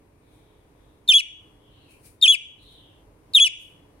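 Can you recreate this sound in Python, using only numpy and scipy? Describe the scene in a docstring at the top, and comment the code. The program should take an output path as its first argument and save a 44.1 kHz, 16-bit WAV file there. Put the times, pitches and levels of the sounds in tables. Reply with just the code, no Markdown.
"""In a quiet room, a budgie held in a hand chirps three times close to a pair of microphones.
Its syrinx whistles each chirp as three joined notes: a stepped fall, a held note and a short closing fall.
The sound arrives directly, by close reflections and as a brief reverberant tail. Faint, short rustles
and a hissy twitter come from further off, and gain control ducks the room's hum at each chirp.
"""
import sys
import numpy as np
from scipy import signal
from scipy.fft import rfft, irfft
from scipy.io import wavfile
from scipy.ndimage import uniform_filter1d

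SR = 44100
rng = np.random.default_rng(int(sys.argv[2]) if len(sys.argv) > 2 else 0)


def unload_audio(sound):
    """Save the sound as a 16-bit wav file, at the path given as the first command line argument."""
    columns = np.transpose(np.atleast_2d(sound))
    # keep every value between -1 and 1, then stretch to whole-number steps
    steps = np.round(np.clip(columns, -1, 1) * 32767)
    wavfile.write(sys.argv[1], SR, steps.astype(np.int16))


N = 176400
HZ, T = np.fft.rfftfreq(N, 1 / SR), np.arange(N) / SR


def amp(db):
    """Amplitude ratio of a level in decibels."""
    return 10 ** (np.asarray(db) / 20)


def unit(x):
    """Normalisation to an rms of 1."""
    return x / np.sqrt(np.mean(abs(x) ** 2) + 1e-20)


def curve(table, hz, column=1):
    """Interpolation of one table column along log frequency."""
    columns = np.transpose(table)
    return np.interp(np.log(hz + 1), np.log(columns[0] + 1), columns[column])


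def wander(rate_hz):
    """Random modulation: low-passed Gaussian noise with zero mean and an rms of 1."""
    lowpass = np.exp(-(HZ / rate_hz) ** 2) * (HZ > 0)
    return unit(irfft(rfft(rng.standard_normal(N)) * lowpass, N))


def diffuse_field(spectra):
    """Sound from all around: spectra become a stereo signal whose balance depends on frequency."""
    # level difference between the microphones: frequency_hz, left_minus_right_db
    balance = [(60, -2.5), (350, -2), (700, 4), (2400, 4.5), (3300, 0.5), (4400, 2), (6800, -4), (9000, 13),
               (15000, 14)]
    return irfft(spectra * amp(np.outer([.5, -.5], curve(balance, HZ))), N)


def background():
    """Ambient noise, coherent between the microphones in the bass, with narrow bands of hum and whine."""
    # spectral density of the room noise: frequency_hz, relative_db
    density = [(15, -14), (40, -2), (65, -3), (113, -2), (222, -11), (319, -5), (367, -10.5), (434, -7.5),
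               (738, -17), (1000, -16), (1330, -24), (2300, -26), (3500, -32.5), (5500, -36), (7520, -37.5),
               (8650, -37.5), (10800, -37.5), (16000, -47)]
    # likeness of left and right: frequency_hz, correlation
    coherence = [(60, 0.97), (180, 0.98), (550, 0.44), (1650, -0.02), (4970, -0.09), (15000, -0.78)]
    # hum and faint high whine: frequency_hz, level_db, width_hz
    hum_bands = [(47, -65.5, 5), (99, -70.5, 3), (300, -70, 26), (426, -73, 8.7), (8764, -90.5, 25),
                 (10804, -95.5, 60)]
    noise_db, swell_db, rise_db_per_s = -58, 0.67, 0.62
    left, independent = rfft(rng.standard_normal((2, N)))
    correlation = curve(coherence, HZ)
    right = correlation * left + np.sqrt(1 - correlation ** 2) * independent
    noise = unit(diffuse_field(np.array([left, right]) * amp(curve(density, HZ))))
    hum = np.zeros(N)
    for hz, db, width_hz in hum_bands:
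        wavering = wander(width_hz) + 1j * wander(width_hz)
        hum += amp(db) * np.sqrt(2) * unit(wavering * np.exp(2j * np.pi * hz * T)).real
    envelope = amp(noise_db + rise_db_per_s * T + swell_db * wander(4))
    return envelope * noise + diffuse_field(rfft(hum))


def distant_twitter():
    """Reverberation smears far-off calls, so each is modelled as a gliding band of noise."""
    # soft calls: start_s, length_s, first_hz, last_hz, width_hz, level_db
    calls = [(0.198, 0.59, 3690, 3340, 800, -69.5), (0.083, 0.7, 2390, 2300, 300, -74),
             (0.737, 0.35, 3514, 3620, 600, -71.5), (1.58, 0.5, 3240, 2780, 646, -61),
             (1.698, 0.32, 3830, 4250, 700, -65.5), (1.874, 0.145, 2685, 2486, 447, -58),
             (2.58, 0.31, 3980, 3690, 575, -54.5), (2.638, 0.43, 3503, 3070, 745, -55)]
    twitter = np.zeros((2, N))
    for start, length, first_hz, last_hz, width_hz, db in calls:
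        progress = np.clip((T - start) / length, 0, 1)
        carrier = np.exp(2j * np.pi * np.cumsum(first_hz + (last_hz - first_hz) * progress) / SR)
        noise = rng.standard_normal((2, N)) + 1j * rng.standard_normal((2, N))
        baseband = signal.sosfilt(signal.butter(3, width_hz / 2, fs=SR, output="sos"), noise)
        envelope = np.sin(np.pi * progress ** 0.81) * (1 - progress / 2)
        twitter += amp(db) * envelope * unit((baseband * carrier).real)
    return diffuse_field(rfft(twitter))


def distant_rustles():
    """Faint, short, high rustles from further off in the room arrive as bursts of diffuse noise."""
    # rustles: peak_s, rise_s, fall_s, level_db
    rustles = [(0.342, 0.044, .09, -68), (1.915, .02, .06, -59), (2.06, 0.018, 0.042, -50),
               (2.63, .02, 0.056, -66), (2.725, .03, 0.058, -65.5), (3.615, .02, 0.069, -55.5)]
    # rustle spectrum: frequency_hz, relative_db
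    spectrum = [(1000, -23), (1800, -16), (2350, 2), (3100, -13), (4300, -5.5), (6500, -7), (8000, -4.5),
                (9400, -0.5), (12000, -7.5), (13800, -15), (15800, -11)]
    grain_db, grain_s = 0.5, .0008
    envelope = sum(amp(db) * np.exp(-np.maximum((peak - T) / rise, (T - peak) / fall))
                   for peak, rise, fall, db in rustles)
    grains = rng.standard_normal((2, N)) * amp(grain_db * wander(1 / grain_s))
    return envelope * unit(diffuse_field(rfft(grains) * amp(curve(spectrum, HZ))))


def reverberation(bird):
    """Convolution with the room's diffuse tail, whose exponential decay is fastest in the high treble."""
    # room response: frequency_hz, relative_db, t60_s
    response = [(1000, -5, 0.34), (2500, -0.5, 0.47), (3400, -2, 0.51), (5010, -3.5, .36), (6800, -2, 0.45),
                (9500, -6.5, 0.37), (12850, -18, .16)]
    reverb_db, build_up_s = -20.5, 0.0084
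    hz, t, noise = signal.stft(rng.standard_normal((2, SR)), SR, nperseg=256)
    decay = amp(-60 * t / curve(response, hz, column=2)[:, None])
    tail = signal.istft(noise * decay, SR, nperseg=256)[1][:, :SR]
    tail *= 1 - np.exp(-T[:SR] / build_up_s)
    tail /= np.linalg.norm(tail[0])
    return diffuse_field(rfft(bird) * rfft(tail, N) * amp(reverb_db + curve(response, HZ)))


def early_sound(bird, pan_db):
    """The direct wave interferes with close reflections; the turn of the head sets the balance."""
    # transfer from beak to microphones: frequency_hz, left_db, right_db
    path = [(1620, -6, -8.5), (2280, -1.5, -10), (2648.4, 0.5, -12.5), (2950, -6.5, -3.5), (3250, -1, 2),
            (3670, 2.5, 1), (4300, -2, -0.5), (5100, -4, 1), (6000, -8.5, -0.5), (6500, -7.5, -5.5),
            (6650, 3.5, 5), (7500, -7.5, -9), (8200, 3, -10.5), (9170, 7.5, -15.5), (10060, 2.5, -24.5),
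            (11100, -2, -33.5), (13300, -10.5, -37), (14700, 2.5, -22), (16000, 0, -28.5)]
    # reflections from nearby surfaces: delay_s, left_db, right_db
    reflections = [(.0034, -23.5, -28), (.0061, -25, -23.5), (.0093, -24.5, -22.5)]
    left_lead_s = .00027
    colour = amp([curve(path, HZ, column=1), curve(path, HZ, column=2)])
    direct = np.exp(2j * np.pi * np.outer([left_lead_s, 0], HZ))
    echoes = sum(amp([[left], [right]]) * np.exp(-2j * np.pi * HZ * delay)
                 for delay, left, right in reflections)
    panned = bird * amp(np.outer([1, -1], pan_db))  # left is raised, right lowered
    return irfft(rfft(panned) * colour * (direct + echoes), N)


def chirp_contours():
    """Frequency and amplitude modulation: three notes join into each chirp's control curves."""
    # opening falls, held notes, closing falls: start_s, length_s, pitch_hz, level_db, pan_db, rasp_db
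    openings = [(1.0772, .059, 3579, -2, -0.5, -27), (2.2138, .0605, 3656, -2, 1, -32),
                (3.3358, .063, 3691, -1, .5, -34.5)]
    holds = [(1.1355, .0475, 3349, -0.5, 1, -17.5), (2.2755, .0485, 3358, 1, 1.5, -30),
             (3.398, .0475, 3350, 1, 1.5, -22.5)]
    closings = [(1.183, .029, 2940, -3, -0.5, -21), (2.3235, .035, 2994, -0.5, 2, -33),
                (3.4452, .037, 2962, 0.5, 0, -30)]
    # course of each kind of note: length_fraction, pitch_ratio, relative_db, roughness (0 to 1)
    opening_shape = [(0, 1.3, -21.5, .9), (.08, 1.03, -26, .3), (.17, 1.015, -16, .25),
                     (0.229, 1.005, -2.5, .25), (.4, .99, -2, .2), (.5, .89, -1.5, .15),
                     (.73, .835, 1.5, .3), (.86, 0.69, -4, 0.4), (1, 0.68, -6, 1)]
    hold_shape = [(0, .87, -5, 0.64), (.09, .97, -2, .35), (.24, .997, -2.5, .12), (.65, 1.004, 1, .12),
                  (.94, 1.002, -3, .12), (1, 1.08, -6.5, .5)]
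    closing_shape = [(0, 1.03, 3, .5), (.2, 1.005, -2, .35), (.55, .98, -1.5, .35), (0.781, .84, -5, .6),
                     (1, 0.72, -14.5, 0.66)]
    edge_s = 0.00066
    pitch, envelope, roughness, pan_db, rasp_gain = np.zeros((5, N))
    for notes, shape in ((openings, opening_shape), (holds, hold_shape), (closings, closing_shape)):
        fraction, pitch_ratio, relative_db, note_roughness = np.transpose(shape)
        for start, length, hz, db, note_pan_db, rasp_db in notes:
            t = np.arange(0, length, 1 / SR)
            span = round(start * SR) + np.arange(len(t))
            fade = np.clip(np.minimum(t, length - t) / edge_s, 0, 1)
            pitch[span] = hz * np.interp(t / length, fraction, pitch_ratio)
            envelope[span] = amp(db + np.interp(t / length, fraction, relative_db)) * fade
            roughness[span] = np.interp(t / length, fraction, note_roughness)
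            pan_db[span], rasp_gain[span] = note_pan_db, amp(rasp_db)
    pitch = np.interp(T, T[pitch > 0], pitch[pitch > 0])  # glide across the gaps
    return pitch, uniform_filter1d(envelope, size=30), roughness, pan_db, rasp_gain


def syrinx(pitch, envelope, roughness, rasp_gain):
    """A nearly periodic oscillation whistles; jitter, shimmer, rasp and hiss grow at pitch breaks."""
    # harmonics from the fundamental up: level_db
    harmonics = [-3, -22.5, -25, -32, -43]
    # spectrum of the air's hiss: frequency_hz, relative_db
    air_spectrum = [(500, -33.5), (1500, -24), (2500, -3), (3500, -0.5), (5000, -3), (7000, -6),
                    (9500, -0.5), (12000, -9), (16000, -16)]
    jitter_depth, shimmer_depth, roughness_hz, drift_depth = .03, .12, 901.2, 0.0078
    flutter_db, flutter_hz, rasp_rate_hz, hiss_db = 3.5, 69.7, 350, -30.5
    jitter = jitter_depth * roughness * wander(roughness_hz)
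    drift = drift_depth * wander(rate_hz=140)
    phase = 2 * np.pi * np.cumsum(pitch * (1 + jitter + drift)) / SR
    whistle = np.zeros(N)
    for k, db in enumerate(harmonics, 1):
        swell_db = (k > 1) * flutter_db * wander(flutter_hz)  # each overtone flutters on its own
        whistle += amp(db + swell_db) * np.sin(k * phase) * (k * pitch < SR / 2)
    half_harmonics = sum(np.sin((k + .5) * phase) / k for k in range(1, 4))
    rasp = rasp_gain * roughness * wander(rasp_rate_hz) * half_harmonics
    air = unit(irfft(rfft(rng.standard_normal(N)) * amp(curve(air_spectrum, HZ)), N))
    hiss = amp(hiss_db) * air * np.sqrt(abs(envelope * roughness))
    shimmer = 1 + shimmer_depth * roughness * wander(roughness_hz)
    return envelope * (whistle + rasp) * shimmer + hiss


def scene():
    """Superposition of the bird, its reverberation and the quieter sources at the microphones."""
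    pitch, envelope, roughness, pan_db, rasp_gain = chirp_contours()
    bird = syrinx(pitch, envelope, roughness, rasp_gain)
    chirps = early_sound(bird, pan_db) + reverberation(bird)
    return chirps + distant_rustles() + distant_twitter() + background()


def record(dry):
    """Automatic gain control drops fast above a threshold and recovers slowly; a low-pass follows."""
    threshold_db, attack_s, recovery_db_per_s, cutoff_hz = -12, 0.017, 26, 15900
    power = uniform_filter1d((dry ** 2).mean(0), size=200)
    power_db = 10 * np.log10(abs(power) + 1e-12)
    recovery_db = T * recovery_db_per_s
    held_peak_db = np.maximum.accumulate(power_db + recovery_db) - recovery_db
    excess_db = np.maximum(held_peak_db - threshold_db, 0)
    pole = np.exp(-1 / (attack_s * SR))
    ducked = dry / amp(signal.lfilter([1 - pole], [1, -pole], excess_db))
    lowpass = signal.firwin(511, cutoff_hz, window=("kaiser", 9), fs=SR)
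    return signal.oaconvolve(ducked, lowpass[None], "same")


dry = scene()
out = record(dry)
unload_audio(out)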